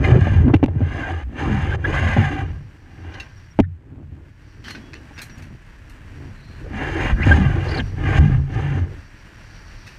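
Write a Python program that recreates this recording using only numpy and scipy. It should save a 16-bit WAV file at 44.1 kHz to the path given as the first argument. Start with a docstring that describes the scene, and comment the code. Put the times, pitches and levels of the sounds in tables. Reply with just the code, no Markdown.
"""Hauling gear on a lobster boat

Heard from inside a waterproof camera case worn on the head, by the one microphone sealed in it.
Closest and loudest, an oilskin hood scrapes, judders, squeaks and knocks on the case: random grains
through resonances, gliding tones and struck modes. Beyond the case, filtered noise makes the engine,
sea, wind and line; decaying modes ring the wire gear. A limiter ducks everything after its peaks.
"""
import sys
import numpy as np
from scipy import signal
from scipy.fft import rfft, irfft
from scipy.io import wavfile
from scipy.ndimage import uniform_filter1d, minimum_filter1d, map_coordinates

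SR = 44100
rng = np.random.default_rng(int(sys.argv[2]) if len(sys.argv) > 2 else 0)


def output_pcm(signal):
    """Save a mono or channel-first signal as 16-bit PCM at the path in sys.argv[1].

    Samples are clipped to [-1, 1] before scaling.
    """
    pcm = np.clip(np.atleast_2d(signal).T, -1, 1) * 32767
    wavfile.write(sys.argv[1], SR, np.round(pcm).astype(np.int16))


N = 440118
T = np.arange(N) / SR  # seconds


def undb(db):
    """Decibels to gain."""
    return 10 ** (np.asarray(db) / 20)


def unit(x):
    """Scale to rms 1."""
    return x / np.sqrt(np.mean(x ** 2))


def walk(rate, size=N):
    """Random wander of rms 1, in straight lines between rate new values a second."""
    at = np.arange(size) * rate / SR
    return unit(map_coordinates(rng.standard_normal(8192), [at], order=1, mode="wrap"))


def colour(x, spectrum, resonances=()):
    """Causal (minimum-phase) filter from a smooth spectrum with resonant peaks on it; rms 1."""
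    size = 8192
    f = np.maximum(np.arange(size // 2 + 1) * SR / size, 1)
    hz, db = np.transpose(spectrum)
    db = np.interp(np.log(f), np.log(hz), db)
    for centre, width, lift in resonances:
        db = db + lift / (1 + (2 * (f - centre) / width) ** 2)
    # folding the cepstrum forward in time gives the causal response
    cepstrum = irfft(np.log(undb(db)))
    cepstrum[1:size // 2] *= 2
    cepstrum[size // 2 + 1:] = 0
    response = irfft(np.exp(rfft(cepstrum)))
    return unit(signal.oaconvolve(x, response)[:len(x)])


def grains(rate, spread_db):
    """Dense tiny slips of uneven size, about rate a second."""
    happens = rng.random(N) < rate / SR
    return happens * rng.standard_normal(N) * undb(spread_db * rng.standard_normal(N))


def soften(x, hz, order=1):
    """Low-pass."""
    return signal.sosfilt(signal.butter(order, min(hz, SR * .45), fs=SR, output="sos"), x)


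def add(out, s, x):
    """Mix x into out at time s."""
    i = max(int(s * SR), 0)
    out[i:i + len(x)] += x[:len(out) - i]


def bend(x, speed):
    """Move every resonance of a steady sound by a changing factor."""
    return map_coordinates(x, [np.cumsum(speed)], order=3, mode="mirror")


def ringing(modes, t):
    """Sum of decaying modes after one tap."""
    out = np.zeros(len(t))
    for hz, db, t60 in modes:
        out += undb(db) * np.sin(2 * np.pi * hz * t) * np.exp(-np.log(1000) * t / t60)
    return out


def slips(table, overtone_db, waver_hz):
    """Stick-slip tones that swell, glide and stop, with an unsteady period and a faint octave."""
    out = np.zeros(N)
    for s, length, start_hz, end_hz, db, rough in table:
        n = int(length * SR)
        hz = np.geomspace(start_hz, end_hz, n) * (1 + rough * walk(waver_hz, size=n))
        phase = 2 * np.pi * np.cumsum(hz) / SR
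        pressure = np.sin(np.linspace(0, np.pi, n)) ** 1.07
        tone = np.sin(phase) + undb(overtone_db) * np.sin(2 * phase)
        add(out, s, undb(db) * pressure * tone)
    return out


def swell(start, attack, hold, release, tilt_db=0):
    """Gain of one movement: it builds, holds while changing by tilt_db, and dies away."""
    fade_db = 24  # the span of one attack or release time
    outside = np.maximum(start - T, 0) / attack + np.maximum(T - start - hold, 0) / release
    held = np.clip((T - start) / hold, 0, 1)
    return undb(tilt_db * held - fade_db * np.minimum(outside, 10))


# The hood sliding over the case, right at the microphone. Each row: full contact in seconds,
# attack, hold and release in seconds, relative scrape level in dB, scrape change over the hold
# in dB (the judder swells by it too), relative judder level in dB.
STROKE_ROWS = [(0.044, 0.096, 0.3, 0.27, -33.5, -3, -28), (0.975, 0.26, .26, 0.0078, -34, -8.5, -33),
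               (1.396, 0.085, 0.36, 0.012, -34, -1, -29), (1.849, 0.033, 0.056, 0.055, -40, 2, -28.5),
               (1.934, 0.15, 0.32, 0.23, -30, -2, -38), (2.312, 0.12, 0.076, 0.19, -39, 1, -30.5),
               (3.074, 0.31, 0.16, 0.14, -49.5, 0, -54), (6.765, 0.1, 0.35, 0.035, -36.5, 6, -32.5),
               (7.271, .11, .095, .27, -27.5, -1.5, -28.5), (7.501, 0.17, 0.31, 0.017, -41, 7.5, -39),
               (8.057, 0.14, 0.13, 0.014, -35.5, 8.5, -39.5), (8.207, 0.033, 0.16, 0.054, -40, -3.5, -36),
               (8.549, 0.13, 0.23, 0.12, -39.5, 0, -32.5)]
# The head moving, which heaves the mount. Each row: full weight in seconds, attack, hold and
# release in seconds, relative rumble level in dB, relative judder level in dB.
HEAVE_ROWS = [(0, .05, 0.17, 0.1, -15.5, -24), (0.103, 0.057, 0.053, 0.06, -19, -16.5),
              (0.318, 0.25, 0.13, 0.089, -13.5, -27), (0.462, 0.03, 0.047, 0.082, -16, -21.5),
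              (0.614, 0.12, 0.34, 0.35, -25.5, -36.5), (1.432, 0.21, 0.061, .1, -26.5, -26.5),
              (1.47, 0.11, 0.27, 0.18, -19.5, -40), (1.883, 0.24, 0.31, 0.48, -20.5, -29.5),
              (2.169, 0.012, 0.011, 0.097, -17, -18), (2.404, 0.14, 0.083, 0.27, -23.5, -43),
              (3.065, 0.46, 0.14, 0.12, -38.5, -42.5), (3.89, 0.39, 0.26, 0.24, -31, -39),
              (4.638, 0.24, 0.32, 0.26, -43, -43.5), (5.42, 0.67, 0.13, 0.052, -38.5, -45.5),
              (6.265, 0.6, 0.034, 0.082, -35, -42), (6.753, 0.33, 0.14, 0.11, -33.5, -34),
              (7.027, 0.8, 0.24, 0.11, -24.5, -31.5), (7.278, 0.17, 0.045, 0.95, -13, -23.5),
              (7.466, 0.11, 0.32, 0.54, -28, -31.5), (8.045, 0.16, 0.12, 0.065, -17, -26),
              (8.195, 0.039, 0.21, 0.08, -16, -34), (8.538, 0.12, 0.28, 0.27, -23.5, -34.5)]


def efforts():
    """Gains of scrape, judder and rumble: strokes scrape, heaves rumble, both judder; powers add."""
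    scrape, judder, rumble = np.zeros((3, N))
    for start, attack, hold, release, scrape_db, swell_db, judder_db in STROKE_ROWS:
        contact = swell(start, attack, hold, release, swell_db)
        scrape += (undb(scrape_db) * contact) ** 2
        judder += (undb(judder_db) * contact) ** 2
    for start, attack, hold, release, rumble_db, judder_db in HEAVE_ROWS:
        weight = swell(start, attack, hold, release)
        rumble += (undb(rumble_db) * weight) ** 2
        judder += (undb(judder_db) * weight) ** 2
    return np.sqrt([scrape, judder, rumble])


# Fabric against the case. Each row: frequency in Hz, relative level in dB.
SCRAPE_SPECTRUM = [(250, -31), (550, 4), (900, 0), (1400, -5), (2200, -2), (3000, -1), (3900, -14),
                   (5500, -28.5), (7000, -33), (9000, -37.5), (11000, -41), (15000, -57.5)]
# Resonances of the case and the air trapped around the microphone, also rung by the zips.
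# Each row: centre in Hz, width in Hz, lift in dB (for the scrape).
CASE_RESONANCES = [(780, 108, 12.5), (1061, 44, 8.5), (1209, 95, 9), (1606, 244, 16), (1780, 120, 5.5),
                   (2024, 160, 8.5), (2410, 96, 7.5), (2635, 183, -9.5), (2776, 140, 8.5), (4910, 370, 5.5),
                   (6275, 600, 14), (7070, 870, 6.5), (9100, 2000, 8)]


def hood_scrape(effort):
    """Fabric grains excite the case, with an echo from its rim."""
    slipping = grains(rate=7000, spread_db=0.0) * undb(1.2 * walk(90) + 1.0 * walk(22))
    scrape = colour(slipping, SCRAPE_SPECTRUM, CASE_RESONANCES)
    # the contact point wanders, so its echo from the rim of the case shifts the resonances
    lag_s = 0.002178 * np.exp(0.13 * walk(7))
    scrape = unit(scrape + .42 * map_coordinates(scrape, [(T - lag_s) * SR], order=1))
    # the treble rises in pitch as the hood presses harder
    body = signal.sosfiltfilt(signal.butter(4, 3500, fs=SR, output="sos"), scrape)
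    treble = bend(scrape - body, 1 + .035 * np.log(effort / .016 + .25))
    return undb(5.0) * effort * (body + treble)


# Coarse slips of hood and mount. Each row: frequency in Hz, relative level in dB.
JUDDER_SPECTRUM = [(90, -22), (190, -3.5), (260, 9.5), (320, 3), (400, -1.5), (520, -11), (800, -13),
                   (1400, -24), (4000, -62.5), (12000, -93)]


def hood_judder(effort):
    """Coarser slips shake the case in surges, their pitch wandering."""
    slipping = colour(grains(rate=830, spread_db=0.5), JUDDER_SPECTRUM)
    judder = bend(slipping, np.exp(.14 * walk(12))) * undb(1.8 * walk(30))
    return undb(-2.0) * effort * judder


# The mount heaving under the case. Each row: frequency in Hz, relative level in dB.
RUMBLE_SPECTRUM = [(15, -23.5), (30, -17), (50, -3.5), (85, -4), (125, -8), (170, -14), (240, -26),
                   (500, -40), (2000, -96.5)]
# Low resonances of the head mount. 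Each row: centre in Hz, width in Hz, lift in dB.
MOUNT_RESONANCES = [(89.3, 34, 8.5), (142.1, 14, 10.5)]


def mount_rumble(effort):
    """Slow grains heave the resonant head mount."""
    rumble = colour(grains(rate=600, spread_db=1.0), RUMBLE_SPECTRUM, MOUNT_RESONANCES)
    # the strap takes up slack, so the heaving stays even within a movement
    rumble /= np.sqrt(uniform_filter1d(rumble ** 2, int(.06 * SR)) + 0.061)
    return undb(-0.5) * effort * rumble


# The engine as it reaches the case. Each row: frequency in Hz, relative level in dB.
ENGINE_SPECTRUM = [(12, -42), (26, -0.5), (43, -5.5), (85, 0), (110, -1.5), (139, -8), (200, -18.5),
                   (240, -23.5), (310, -16), (360, -28.5), (480, -34), (650, -48), (1100, -84.5)]


def engine():
    """The idling engine: low filtered noise with a fluttering level."""
    return colour(rng.standard_normal(N), ENGINE_SPECTRUM) * undb(-44.0 + walk(20.0))


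# Sea wash along the hull, and line running through the hauler.
# Each row: time in seconds, wash level in dB, line hiss level in dB.
DECK_LEVELS = [(0, -77, -79.5), (.7, -60.5, -84), (1.299, -57, -86), (2.001, -58.5, -81),
               (2.7, -54.5, -70.5), (3.45, -52.5, -65.5), (3.7, -55, -97.5), (4.502, -53.5, -67.5),
               (5.2, -46.5, -66), (5.6, -51, -71.5), (6.5, -48, -67), (7.9, -46, -60), (8.45, -50.5, -67.5),
               (9.8, -47, -57)]
# Wash heard through the case. Each row: frequency in Hz, relative level in dB.
SEA_SPECTRUM = [(200, 5), (450, -3.5), (800, -2.5), (1300, -3), (1650, 3), (2200, -3), (2900, -7),
                (3600, -15), (5500, -20.5), (8000, -22.5), (11000, -30.5), (15000, -35)]


def sea():
    """Dense uneven grains of water wash along the hull."""
    s, wash_db, _ = np.transpose(DECK_LEVELS)
    resonances = [(750, 54, -6.0), (2680, 120, 1.5)]  # centre Hz, width Hz, lift dB
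    wash = colour(grains(rate=8000, spread_db=0.5), SEA_SPECTRUM, resonances)
    return undb(np.interp(T, s, wash_db)) * wash * undb(walk(15))


# Running line heard through the case. Each row: frequency in Hz, relative level in dB.
LINE_SPECTRUM = [(2000, -18.5), (3600, -1.5), (4400, 6), (4700, 9.5), (5100, -1.5), (5700, 11), (6800, -18),
                 (9000, -43.5), (14000, -42)]


def line():
    """Line hisses over the sheave: a treble band of noise that flickers."""
    s, _, hiss_db = np.transpose(DECK_LEVELS)
    hiss = colour(rng.standard_normal(N), LINE_SPECTRUM)
    return undb(np.interp(T, s, hiss_db)) * hiss * undb(2.0 * walk(25))


# Wind on the case as the head leans out over the rail.
# Each row: time in seconds, relative level in dB.
BUFFET_LEVELS = [(0, -46.5), (2.2, -31.5), (2.8, -49), (5.2, -48), (6.8, -33), (7.1, -19.5), (7.7, -27),
                 (8.2, -31), (8.6, -32.5), (9.1, -38)]
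# Flutter inside the case. Each row: frequency in Hz, relative level in dB.
WIND_SPECTRUM = [(12, -16.5), (32, 14), (52, 6.5), (80, -21.5), (300, -61.5)]


def wind():
    """Eddies push on the case, felt as a deep flutter."""
    level_db = np.interp(T, *np.transpose(BUFFET_LEVELS)) - 6.5
    return undb(level_db) * colour(rng.standard_normal(N), WIND_SPECTRUM)


def camera_whine():
    """The camera beside the microphone gives a thin steady sine."""
    return undb(-84) * np.sin(2 * np.pi * 14625 * T)


# Wet rubber slipping on the case, close up. Each row: start in seconds, length in seconds,
# start pitch in Hz, end pitch in Hz, peak level in dB, roughness as a fraction of the pitch.
SQUEAK_ROWS = [(.04, 0.021, 2056, 2000, -19, 0.033), (1.0, 0.091, 1620, 1580, -25, 0.032),
               (1.71, 0.044, 1573, 1662, -24, 0.035), (1.84, 0.025, 1596, 1760, -15, 0.051),
               (3.623, 0.037, 1864, 1666, -30.5, 0.11), (7.213, 0.037, 1890, 2630, -20.5, 0.1),
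               (7.309, 0.026, 1592, 1580, -5.5, 0.016), (7.65, 0.12, 4750, 4490, -43.5, 0.094),
               (7.68, 0.023, 3900, 4580, -37, 0.072), (7.708, 0.018, 4840, 4560, -35, 0.042),
               (7.742, 0.018, 4430, 4600, -30.5, 0.028), (7.768, 0.028, 4700, 3870, -30, 0.076),
               (7.793, 0.019, 3450, 2990, -26.5, 0.091)]


def squeaks():
    """Wet rubber sticks and slips fast enough to sing."""
    return slips(SQUEAK_ROWS, overtone_db=-24.5, waver_hz=880)


# Wet rubber slipping slowly on the case. Each row: start in seconds, length in seconds, # start pitch in Hz,
# end pitch in Hz, peak level in dB, roughness as a fraction of the pitch.
GROAN_ROWS = [(.06, 0.13, 155.7, 130, -16.5, 0.047), (.435, 0.074, 274.6, 240, -10.5, 0.069),
              (.46, 0.075, 132, 126, -9, 0.068), (1.07, 0.15, 85, 80, -20, .03),
              (1.215, 0.098, 71.3, 65.4, -20.5, 0.084), (1.47, 0.14, 204, 189, -19, 0.071),
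              (2.0, 0.084, 93, 83.3, -13.5, 0.028), (2.2, 0.1, 156.3, 137.3, -17.5, 0.051),
              (2.95, 0.19, 87.6, 84, -28, .03), (7.26, 0.026, 294, 262, -10.5, 0.048),
              (7.29, 0.035, 170.5, 150, -21, 0.048), (7.365, 0.094, 233, 172, -15, 0.058),
              (7.435, 0.076, 166.5, 115, -14.5, 0.061), (8.19, 0.11, 139.6, 140.5, -7, 0.027),
              (8.205, 0.12, 211.5, 185.4, -17, 0.058), (8.295, 0.081, 141.4, 130, -10.5, .03),
              (8.33, 0.19, 134.7, 139, -19.5, 0.025), (8.58, 0.23, 143.8, 134, -17.5, 0.033),
              (8.76, 0.12, 93, 85.4, -16.5, .03)]


def groans():
    """The rubber sticks and slips slowly, at a low pitch."""
    return slips(GROAN_ROWS, overtone_db=-23.5, waver_hz=118.3)


# The case rocking on its springy mount. Each row: start in seconds, peak level in dB,
# start pitch in Hz, settled pitch in Hz, rise time in seconds, decay time in seconds.
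BUMP_ROWS = [(0.116, 1.5, 106, 125.5, 0.0081, 0.015), (.16, -3, 190, 126, 0.0037, 0.0042),
             (.188, -4, 199, 104, 0.0039, 0.0067), (0.213, -2.5, 111, 93, 0.005, 0.01),
             (.356, -3, 129, 81, 0.016, 0.016), (0.405, -4.5, 92.4, 94.4, 0.0047, 0.0084),
             (0.548, -3, 170, 85, 0.0057, 0.0088), (.633, 3.5, 339, 235, 0.0067, 0.0041),
             (0.68, -16, 322, 84, .008, 0.019), (0.756, -12, 335, 76.4, 0.0088, 0.017),
             (.809, -10, 333, 85.6, 0.019, 0.024), (2.168, -7.5, 410, 94, 0.011, 0.021),
             (3.606, -2.5, 190, 88.6, 0.0094, 0.033), (3.662, -18, 190, 150, .006, .018),
             (3.712, -20, 140, 85, 0.011, 0.019), (7.121, -5.5, 59.9, 49.3, 0.013, 0.008),
             (7.267, -9, 425, 76.4, 0.02, 0.03), (7.333, -10.5, 100.3, 85.4, 0.0061, 0.02),
             (8.183, -1.5, 62.7, 73.9, 0.0031, 0.024), (8.55, -12.5, 150.6, 106, 0.01, 0.021)]


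def bumps():
    """The case rocks on its mount: a round thud whose pitch settles as the padding relaxes."""
    t = T[:SR // 3]
    settle_s = 0.00648
    out = np.zeros(N)
    for s, db, start_hz, settled_hz, rise, decay in BUMP_ROWS:
        hz = settled_hz + (start_hz - settled_hz) * np.exp(-t / settle_s)
        fade = (1 - np.exp(-t / rise)) ** 2 * np.exp(-t / decay)
        add(out, s, undb(db) * fade / fade.max() * np.sin(2 * np.pi * np.cumsum(hz) / SR))
    return out


# What a contact rings in the case. Each row: frequency in Hz, relative level in dB, t60 in seconds.
KNOCK_RINGING = [(82.4, -19, 0.58), (135, -17, 0.25), (206, -13.5, 0.038), (267, 1, 0.046),
                 (306.7, 1, 0.043), (407, -1, 0.027), (576, 1.5, 0.017), (770, -0.5, 0.02),
                 (1190, -11, 0.0065), (1580, -4, 0.006), (2080, -6.5, 0.0079), (2330, -8.5, 0.012),
                 (2700, -8.5, 0.009), (5600, -16, 0.0037), (9000, -33, .003)]


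def blow(db, corner_hz, rattle_db, rattle_s):
    """One contact rings the case and rattles it in its clip; a softer contact leaves only the thud."""
    t = T[:SR // 3]
    rattle = rng.standard_normal(len(t)) * np.exp(-t / rattle_s) * (1 - np.exp(-2 * t / rattle_s))
    rattle -= soften(rattle, 680)  # light chatter carries no weight
    push = undb(rattle_db) * rattle / np.linalg.norm(rattle)
    push[0] += 1
    sound = signal.fftconvolve(push, ringing(KNOCK_RINGING, t))[:len(t)]
    sound = soften(soften(sound, corner_hz), 4 * corner_hz)
    sound -= soften(sound, 67)  # each contact keeps no bass below about 67 Hz
    return undb(db) * sound / np.abs(sound).max()


# Single knocks and scuffs on the case. Each row: start in seconds, peak level in dB,
# contact corner in Hz, rattle level against the contact in dB, rattle decay in seconds.
KNOCK_ROWS = [(.2705, -5.5, 990, 4, 0.0058), (.48, -8.5, 700, 2, .007), (0.5365, -5, 600, -2, 0.0024),
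              (.5395, -1.5, 1480, 7, 0.0021), (.5435, -2.5, 1780, 4, 0.0033), (0.557, -23, 8800, -13, .001),
              (.563, -18.5, 3500, 2.5, 0.0026), (0.661, -15, 9000, -5, .001), (.682, -14.5, 700, 6, 0.0043),
              (.753, -22, 398, 1, 0.0073), (0.806, -11.5, 350, 7.5, 0.014), (1.476, -14, 400, -3, 0.0087),
              (2.166, -6.5, 690, 7, 0.0074), (3.593, 0, 800, -2, 0.0018), (5.108, -34, 1109, 8, 0.0064),
              (7.269, -10, 700, 5.5, .008), (7.309, -8, 910, 8, 0.011), (8.164, -15, 701, 1.5, 0.0089)]


def knocks():
    """Each knock is one contact on the case."""
    out = np.zeros(N)
    for s, *contact in KNOCK_ROWS:
        add(out, s, blow(*contact))
    return out


# Hard slams that bounce the case in its clip. Each row: start in seconds, base level in dB,
# base rattle in dB, hardness as a factor on the contact corners, factor on the contact delays.
SLAM_ROWS = [(.629, -3, 10, 0.4, 0.85), (3.5898, 10.5, 7, 0.6, .92)]
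# unscaled delay in seconds, level added in dB, unscaled contact corner in Hz, rattle added in dB.
BOUNCE_ROWS = [(0, 2.5, 1350, -6), (.0066, -0.5, 850, -5), (.0096, 1.5, 330, -27), (0.0121, -3, 9000, -11),
               (0.0146, -0.5, 284, -16)]


def slams():
    """Each slam is a quick run of contacts on the case."""
    out = np.zeros(N)
    for s, db, rattle_db, hardness, stretch in SLAM_ROWS:
        for delay, share_db, corner_hz, loose_db in BOUNCE_ROWS:
            contact = blow(db + share_db, hardness * corner_hz, rattle_db + loose_db, rattle_s=0.0036)
            add(out, s + stretch * delay, contact)
    return out


# Ribs of the hood's weave zipping over the case rim, higher as the hood slides faster. Each row:
# start in seconds, length in seconds, start pitch in Hz, end pitch in Hz, relative level in dB.
ZIP_ROWS = [(1.02, .13, 818.6, 791, -32.5), (1.409, 0.098, 905, 1310, -34), (1.601, .16, 2727, 2895, -42.5),
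            (1.917, 0.11, 1004, 1900, -32.5), (2.02, 0.28, 2915, 2200, -32),
            (6.725, 0.19, 1898, 2112, -34.5), (6.942, 0.17, 2084, 2498, -30), (7.15, 0.14, 1752, 1695, -31),
            (8.049, .145, 2100, 2790, -33.5)]
# A zip at its reference pitch of 2000 Hz. Each row: frequency in Hz, relative level in dB.
ZIP_SPECTRUM = [(900, -38), (1600, -1.5), (2000, -1), (2350, -4), (3200, -49.5)]


def zips():
    """The weave's ribs tick over the rim in a narrow, gliding band that rings the case."""
    knots = []
    for s, length, start_hz, end_hz, _ in ZIP_ROWS:
        knots += [(s, start_hz), (s + length, end_hz)]
    pitch_hz = np.interp(T, *np.transpose(sorted(knots))) * np.exp(0.064 * walk(25))
    ribs = bend(colour(rng.standard_normal(N), ZIP_SPECTRUM), pitch_hz / 2000)
    # the case rings at half its lift, over a flat spectrum
    half_case = [(hz, width, lift / 2) for hz, width, lift in CASE_RESONANCES]
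    ribs = colour(ribs, [(20, 0), (20000, 0)], half_case)
    ribs /= np.sqrt(uniform_filter1d(ribs ** 2, SR // 20) + 1e-6)  # even out the level
    pressure = np.zeros(N)
    for s, length, _, _, db in ZIP_ROWS:
        add(pressure, s, undb(db) * np.sqrt(np.hanning(int(length * SR))) ** 0.85)
    return pressure * ribs * undb(1.3 * walk(45))


# Wet line and gear at the hauler, beyond the case. Each row: start in seconds,
# relative level in dB, decay in seconds, treble lift in dB.
CLATTER_ROWS = [(3.138, -31, 0.014, -19), (3.199, -28.5, 0.02, -7), (4.64, -31.5, 0.062, -8),
                (4.679, -28.5, 0.019, -4), (4.697, -31, 0.0066, -10), (4.706, -30, 0.016, 3),
                (4.748, -29.5, 0.014, -20), (4.9331, -18, 0.002, -18), (4.94, -16.5, 0.0018, -8),
                (4.95, -33, 0.017, -17), (5.177, -28.5, 0.014, -11), (5.186, -29, 0.023, -6),
                (5.2158, -28.5, 0.021, 12), (5.296, -31.5, 0.0065, -18), (5.377, -38.5, 0.016, 4),
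                (5.421, -38.5, 0.025, 2), (5.895, -41.5, 0.021, 7), (9.865, -34.5, 0.047, -2)]
# Gritty part of the clatter. Each row: frequency in Hz, relative level in dB.
GEAR_SPECTRUM = [(300, -23), (1200, -3), (1600, 9), (2800, -5), (3500, -0.5), (4400, -1.5), (5700, -9.5),
                 (8000, -12.5), (13000, -18), (15000, -24)]
# What the wire gear rings with. Each row: central frequency in Hz (every burst scatters it),
# relative level in dB, t60 in seconds.
GEAR_RINGING = [(1526, 8, 0.0054), (2184, -0.5, 0.028), (2735, 8, 0.024), (3000, -2, 0.054),
                (4160, -13, 0.083), (4343, -8, 0.046), (5530, 0, 0.017), (6310, -5, 0.022),
                (8300, -18, 0.05), (10900, -20, 0.064), (13000, -26, .07)]


def clatter():
    """Bursts of tiny contacts as wet line and wire gear jump; each burst rings the wire differently."""
    t = T[:SR // 5]
    contacts = grains(rate=6000, spread_db=3.0)
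    crackle = colour(contacts, GEAR_SPECTRUM)
    bright = signal.butter(4, 6500, "high", fs=SR, output="sos")
    out = np.zeros(N)
    for s, db, decay, treble_db in CLATTER_ROWS:
        part = slice(int(s * SR), int(s * SR) + len(t))
        fade = np.exp(-t / decay) * (1 - np.exp(-t / 0.001))
        taps = np.resize(contacts[part], len(t)) * fade
        grit = np.resize(crackle[part], len(t)) * fade
        rings = np.zeros(len(t))
        for hz, gain_db, t60 in GEAR_RINGING:
            # the touch on every wire varies on its own
            touch = taps * undb(0.89 * walk(310, size=len(t)))
            scattered_hz = hz * np.exp(0.0635 * rng.standard_normal())
            rings += signal.fftconvolve(touch, ringing([(scattered_hz, gain_db, t60)], t))[:len(t)]
        burst = unit(grit) + undb(-1.0) * unit(rings)
        burst += (undb(treble_db) - 1) * signal.sosfiltfilt(bright, burst)
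        # a longer fade carries more energy
        add(out, s, undb(db - 7.0) * unit(burst) * np.sqrt(np.mean(fade ** 2)))
    return out


# Single wires flicked hard out at the gear. Each row: start in seconds, peak level in dB,
# pitch in Hz, t60 in seconds.
PING_ROWS = [(3.145, -46, 4180, .07), (3.2, -25, 2740, 0.081), (3.205, -31, 3770, 0.025),
             (4.682, -27, 1580, 0.038), (4.706, -35, 4240, 0.16), (4.749, -30, 1520, 0.079),
             (5.2177, -33.5, 4100, 0.092)]
# Partials of one wire. Each row: ratio to its pitch, relative level in dB.
WIRE_PARTIALS = [(1, 8), (1.04, -12), (1.42, -4.5), (2.33, -9)]


def pings():
    """A flicked wire rings briefly; with a short t60 it only ticks."""
    out = np.zeros(N)
    for s, db, hz, t60 in PING_ROWS:
        modes = [(hz * ratio, gain_db, t60) for ratio, gain_db in WIRE_PARTIALS]
        ring = ringing(modes, T[:SR // 5])
        add(out, s, undb(db) * ring / np.abs(ring).max())
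    return out


# The sheave of the hauler, faint beyond the case. Each row: start in seconds, length in seconds,
# start pitch in Hz, end pitch in Hz, relative level in dB, roughness as a fraction of the pitch.
CHIRP_ROWS = [(3.36, 0.035, 5600, 5620, -56, 0.012), (3.5, 0.035, 5620, 5620, -55, 0.0073),
              (4.77, 0.18, 3350, 3340, -60, .005), (5.13, .06, 5750, 5670, -55, .01),
              (5.29, 0.082, 5720, 5670, -54, 0.0061), (6.3, 0.37, 4130, 4230, -58, 0.039)]


def chirps():
    """The sheave sticks and slips in faint high chirps."""
    return undb(1.0) * slips(CHIRP_ROWS, overtone_db=-26, waver_hz=680)


def scene():
    """Everything meets at the one microphone in the case."""
    scrape_gain, judder_gain, rumble_gain = efforts()
    hood = hood_scrape(scrape_gain) + hood_judder(judder_gain) + mount_rumble(rumble_gain)
    contacts = squeaks() + groans() + bumps() + knocks() + slams() + zips()
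    boat = engine() + sea() + line() + clatter() + pings() + chirps()
    return (hood + contacts + boat + wind() + camera_whine())[None]


def record(dry):
    """The microphone sheds deep bass; a limiter catches peaks at once, lets go slowly; the top is cut."""
    dry = signal.sosfilt(signal.butter(2, 18, "high", fs=SR, output="sos"), dry)
    over_db = 20 * np.log10(np.maximum(np.abs(dry[0]) / .98, 1))
    release_db = 15 * T  # 15 dB regained a second
    duck_db = np.maximum.accumulate(over_db + release_db) - release_db
    gain = uniform_filter1d(minimum_filter1d(undb(-duck_db), size=64), size=64)
    top_cut = signal.ellip(8, .2, 70, 15300, fs=SR, output="sos")
    return signal.sosfilt(top_cut, dry * gain)


dry = scene()
out = record(dry)
output_pcm(out)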